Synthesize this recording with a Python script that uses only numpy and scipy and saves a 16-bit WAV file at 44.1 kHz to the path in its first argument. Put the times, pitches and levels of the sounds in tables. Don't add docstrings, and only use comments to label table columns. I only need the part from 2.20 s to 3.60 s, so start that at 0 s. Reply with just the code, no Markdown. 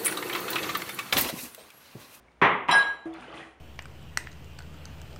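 import sys
import numpy as np
from scipy import signal
from scipy.io import wavfile
from scipy.ndimage import uniform_filter1d

SR = 44100
rng = np.random.default_rng(int(sys.argv[2]) if len(sys.argv) > 2 else 0)


def ratio_of_db(decibels):
    return 10 ** (np.asarray(decibels, float) / 20)


def wrap_up_sound(samples):
    columns = np.atleast_2d(samples).T
    tamed = np.clip(columns, -1, 1)
    steps = np.round(tamed * 32767).astype(np.int16)
    wavfile.write(sys.argv[1], SR, steps)


N = 61740


def evened(x):
    return x / np.sqrt(np.mean(x ** 2) + 1e-20)


def read(points, hz):
    f, value = np.transpose(points)
    return np.interp(np.log(hz + 1), np.log(f + 1), value)


def add(mix, s, sound):
    part = mix[round(s * SR):][:len(sound)]
    part += sound[:len(part)]


def colour(points, tilt_db=0., size=4096):
    hz = abs(np.fft.fftfreq(size, 1 / SR))
    db = read(points, hz) + tilt_db * np.log2((hz + 50) / 1000)
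    log_gain = np.log(ratio_of_db(np.maximum(db, -100)))
    pulse = np.fft.ifft(np.exp(np.conj(signal.hilbert(log_gain)))).real[:size // 2]
    return pulse / np.linalg.norm(pulse)


def ring(hz, db, t60):
    t = np.arange(SR // 2) / SR
    return ratio_of_db(db - 60 * t / t60) * np.sin(2 * np.pi * hz * t)


def tumble(depth_db, size):
    haze_db, haze_hz = -11, 900
    t = np.arange(size) / SR
    swings = [np.sin(2 * np.pi * (f * t + rng.random())) for f in np.geomspace(5, 35, 8)]
    slow = evened(sum(swings))
    haze = evened(uniform_filter1d(rng.standard_normal(size), size=int(SR / haze_hz)))
    return ratio_of_db(depth_db * slow) + ratio_of_db(haze_db) * haze


# frequency in Hz, t60 in s.
ROOM_DECAY = [(100, 0.31), (300, 0.67), (1000, 0.53), (3000, 0.52), (6000, 0.23), (12000, 0.1)]


def kitchen(x):
    rise_s, spacing = 0.003, 20
    taps = np.zeros(SR)
    at = np.arange(0, SR - spacing, spacing)
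    taps[at + rng.integers(0, spacing, len(at))] = rng.choice([-1., 1.], len(at))
    hz, t, bands = signal.stft(taps, SR, nperseg=256)
    decay = ratio_of_db(-60 * t / read(ROOM_DECAY, hz)[:, None])
    tail = signal.istft(bands * decay, SR, nperseg=256)[1]
    tail = tail * (1 - np.exp(-np.arange(len(tail)) / SR / rise_s))
    return signal.fftconvolve(x, tail / np.linalg.norm(tail))[:N]


# frequency in Hz, density in dB per Hz.
AIR_COLOUR = [(25, -36.5), (45, -28.5), (60, -8), (90, -18.5), (700, -20), (2300, -27), (4450, -39.5),
              (15800, -46)]


def air():
    air_db, leftover_db, leftover_s = -70, 3, 0.15
    hum_hz, hum_db = 60, -73
    t = np.arange(N) / SR
    white = rng.standard_normal(N + 2048)
    hiss = evened(signal.oaconvolve(white, colour(AIR_COLOUR), "valid")[:N])
    level = ratio_of_db(air_db + leftover_db * np.exp(-t / leftover_s))
    return hiss * level + ratio_of_db(hum_db) * np.sin(2 * np.pi * hum_hz * t)


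def bubble(hz, length):
    glide, rise_s = 0.012, 0.002
    t = np.arange(round(4 * length * SR)) / SR
    tone = np.sin(2 * np.pi * hz * t * (1 + glide * t / length))
    return tone * np.minimum(t / rise_s, 1) * np.exp(-2 * t / length)


# time in s, level in dB.
STIR_EFFORT = [(.86, -75), (.925, -65.5), (.945, -58.5), (1.0, -56.5), (1.046, -57.5), (1.07, -59.5),
               (1.14, -53), (1.2, -53), (1.39, -91)]
# frequency in Hz, density in dB per Hz.
WATER_COLOUR = [(70, -31.5), (136, 5.5), (270, -10.5), (900, -2), (1200, 0), (3000, -2.5), (4500, -12.5),
                (15800, -55)]
# time in s, level in dB.
SPRAY_LEVEL = [(.85, -94), (.857, -74), (.92, -87), (1.02, -72), (1.13, -81), (1.16, -66), (1.25, -73),
               (1.35, -84)]


def stirring(count=30):
    bubbles_per_s, size_db, fizz_db = 6900, 6, -0.5
    spray_top_hz, wet_db = 10500, -6
    t = np.arange(N) / SR
    size = ratio_of_db(size_db * np.minimum(rng.exponential(1, N), 4))
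    size = size * (rng.random(N) < bubbles_per_s / SR)
    kind = rng.integers(0, count, N)
    crowd = np.zeros(N)
    for k, hz in enumerate(np.geomspace(250, 11000, count)):
        one = bubble(hz, 5 / hz) * np.sqrt(hz)
        crowd += signal.oaconvolve(size * (kind == k), one)[:N]
    brightened = np.diff(crowd, prepend=0) * 3 + crowd
    white = evened(brightened) + ratio_of_db(fizz_db) * rng.standard_normal(N)
    swirl = evened(signal.oaconvolve(white, colour(WATER_COLOUR))[:N])
    swirl = swirl * ratio_of_db(np.interp(t, *np.transpose(STIR_EFFORT), -100))

    grains = rng.standard_normal(N + 1) * ratio_of_db(2 * np.minimum(rng.exponential(1, N + 1), 4))
    low_pass = signal.butter(4, spray_top_hz, fs=SR, output="sos")
    spray = evened(signal.sosfilt(low_pass, np.diff(grains)))
    stir = swirl + spray * ratio_of_db(np.interp(t, *np.transpose(SPRAY_LEVEL), -120, -120))
    return stir + ratio_of_db(wet_db) * kitchen(stir)


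# start in s, pitch in Hz, level in dB, length in s.
SINGLE_DROPS = [(0.083, 2210, -52.5, 0.0058), (0.931, 3430, -52.5, .01), (0.948, 2290, -50, 0.014),
                (.96, 4080, -53, 0.0056), (.985, 780, -43, 0.012), (1.024, 1345, -48, .015),
                (1.042, 1557, -48.5, 0.019), (1.079, 2986, -50.5, 0.018), (1.082, 476, -38, 0.0055),
                (1.102, 1250, -43, 0.008), (1.126, 1157, -46, 0.016), (1.141, 1983, -47, .02),
                (1.169, 2560, -46.5, .012), (1.18, 3284, -43, 0.0065), (1.19, 2423, -51, 0.014),
                (1.203, 1860, -45, 0.019), (1.229, 1990, -48.5, 0.013)]
# start in s, level in dB.
SPLASHES = [
    (0.117, -70),
    (.937, -52),
    (1.007, -56),
    (1.141, -59),
]


def drops():
    splash_t60, rise_s, wet_db = 0.03, 0.0016, -8
    t = np.arange(900) / SR
    near = np.zeros(N)
    for s, hz, db, length in SINGLE_DROPS:
        add(near, s, ratio_of_db(db) * bubble(hz, length))
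    for s, db in SPLASHES:
        noise = uniform_filter1d(rng.standard_normal(900), size=2)
        add(near, s, ratio_of_db(db - 60 * t / splash_t60) * np.minimum(t / rise_s, 1) * noise)
    return near + ratio_of_db(wet_db) * kitchen(near)


TUMBLE_DB = 3

# frequency in Hz, level in dB, t60 in s.
BASIN_MODES = [(327.4, -1, 0.47), (138, -27, 0.49), (463, -19, 0.34), (600, -21.5, 0.83),
               (679, -19.5, 0.48), (731, -15, 0.45), (890, -27.5, 1)]
# start in s, level in dB, seconds until the hand damps it.
BASIN_BUMPS = [
    (.856, -36, 0.12),
    (1.086, -52, 0.014),
    (1.144, -48.5, 0.018),
    (1.179, -49, 0.14),
]


def basin():
    damp_db_per_s, rise_s = 398, 0.0027
    t = np.arange(SR // 2) / SR
    body = np.zeros(len(t))
    for k, mode in enumerate(BASIN_MODES):
        swing = tumble(TUMBLE_DB, len(t)) if k else 1
        body += ring(*mode) * swing
    body = body * np.minimum(t / rise_s, 1)
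    out = np.zeros(N)
    for s, db, free in BASIN_BUMPS:
        add(out, s, body * ratio_of_db(db - damp_db_per_s * np.maximum(t - free, 0)))
    return out


SPOON_PITCHES = [3085, 3275, 5110, 5685, 7488, 8800, 9232, 9959, 10150, 10830, 12100, 13700, 14950, 15700]
# level in dB, t60 in s, beat in Hz, twin's level in dB.
SPOON_PAIRS = [(-40, 0.22, 3.4, -8), (-35.5, 0.13, 5.3, -21), (-41.5, 0.28, 30, -13),
               (-48.5, 0.42, 3.6, -27), (-47, 0.52, 16, -7.5), (-55, 0.29, 17, -11),
               (-46.5, 0.33, 17, -1.5), (-61, .25, 10, -25), (-47, 0.49, 17, -8), (-45.5, 0.37, 25, -7),
               (-46.5, 0.32, 14, -16), (-56, .2, 14, -22), (-59, 0.26, 20, -7.5), (-61.5, .15, 16, -16)]
STRONG_PITCHES = [1642.5, 3935]
# time in s, level in dB.
LOW_SWELL = [(.505, -44), (.53, -31.5), (0.561, -22.5), (.614, -26.5), (.643, -40.5), (0.661, -35.5),
             (0.713, -35), (0.777, -58), (0.878, -58)]
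# time in s, level in dB.
HIGH_SWELL = [(.511, -51), (0.513, -31), (0.57, -49), (0.591, -40), (0.628, -41), (.655, -56.5),
              (.672, -53), (0.718, -60), (.86, -73)]


def spoon():
    graze_s, strike_s, graze_db, wet_db = 0.486, 0.5115, -21, -6
    out, t = np.zeros(N), np.arange(N) / SR
    for hz, (db, t60, beat_hz, twin_db) in zip(SPOON_PITCHES, SPOON_PAIRS):
        pair = ring(hz, db, t60) + ring(hz + beat_hz, db + twin_db, t60)
        pair = pair * tumble(TUMBLE_DB, len(pair))
        add(out, strike_s, pair)
        add(out, graze_s, ratio_of_db(graze_db) * pair[:round((strike_s - graze_s) * SR)])
    out = out + ratio_of_db(wet_db) * kitchen(out)
    for hz, swell in zip(STRONG_PITCHES, (LOW_SWELL, HIGH_SWELL)):
        s, db = np.transpose(swell)
        level = uniform_filter1d(ratio_of_db(np.interp(t, s, db, -120, -120)), size=150)
        if hz > STRONG_PITCHES[0]:
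            level = level * tumble(TUMBLE_DB * (hz / 5000) ** 2, N)
        out = out + np.sqrt(2) * level * np.sin(2 * np.pi * hz * t)
    return out


# start in s, frequency in Hz, level in dB, t60 in s.
CROCKERY = [
    (0.22, 398, -20, 0.045),
    (0.24, 109, -48, 0.37),
    (0.216, 11600, -60.5, .2),
    (0.23, 5850, -62.5, 0.26),
    (.217, 180, -30.5, 0.074),
    (0.49, 984, -19.5, 0.078),
    (.526, 934, -20.5, 0.049),
    (.55, 920, -27.5, 0.066),
    (.487, 163.2, -38, 0.074),
]


def crockery():
    rise_s, wet_db = 0.0018, -7
    size = SR // 2
    rise = np.minimum(np.arange(size) / SR / rise_s, 1)
    bodies = np.zeros(N)
    for s, hz, db, t60 in CROCKERY:
        add(bodies, s, ring(hz, db, t60) * tumble(1, size) * rise)
    return bodies + ratio_of_db(wet_db) * kitchen(bodies)


# start in s, level in dB, brightness in dB per octave.
BLOWS = [
    (0.2153, -13, -0.5),
    (0.2169, -4, 0),
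    (0.2269, -8, 1),
    (0.4814, -30, 12),
    (.486, -9.5, 1),
    (.5115, -21, 6),
    (.53, -14.5, -1.5),
    (.855, -41, -0.5),
]
# frequency in Hz, density in dB per Hz.
BLOW_COLOUR = [(70, -47), (130, -21), (500, -10), (1050, -0.5), (2400, -10.5), (3500, -21.5), (4300, -38),
               (15800, -73)]
# delay in s, level in dB.
WALL_ECHOES = [(.0052, -7), (.0135, -6), (.024, -7), (.039, -6), (.0515, -8), (.0625, -10)]


def knocks():
    tail_db, crunch_db, crunch_s, floor_hz = 9, -13, 0.002, 105
    echoes = np.zeros(SR // 10)
    echoes[0] = 1
    for s, db in WALL_ECHOES:
        echoes[round(s * SR)] = ratio_of_db(db)
    crunch = ratio_of_db(crunch_db) * np.exp(-np.arange(400) / SR / crunch_s)
    out = np.zeros(N)
    for s, db, tilt_db in BLOWS:
        grit = crunch * rng.standard_normal(400) * (rng.random(400) < 0.06)
        blow = np.zeros(N)
        add(blow, s, ratio_of_db(db) * np.convolve(colour(BLOW_COLOUR, tilt_db), np.r_[1, grit]))
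        out += signal.oaconvolve(blow, echoes)[:N] + ratio_of_db(tail_db) * kitchen(blow)
    high_pass = signal.butter(4, floor_hz, "high", fs=SR, output="sos")
    return signal.sosfilt(high_pass, out + crockery())


def scene():
    return (knocks() + spoon() + basin() + stirring() + drops() + air())[None]


def top_cut(x):
    return signal.sosfilt(signal.butter(12, 16580, fs=SR, output="sos"), x)


# frequency in Hz, gain in dB.
MIC_COLOUR = [(20, 5.5), (6500, 1), (8200, -5), (9300, 4), (10300, -13.5), (12500, -13), (14000, -8),
              (15300, -8)]


def record(dry):
    gain, edge_hz = 1.368, 15900
    heard = signal.oaconvolve(dry, gain * colour(MIC_COLOUR)[None])[:, :N]
    limited = signal.oaconvolve(heard, signal.firwin(255, edge_hz, fs=SR)[None], "same")
    return top_cut(limited)


dry = scene()
out = record(dry)
wrap_up_sound(out)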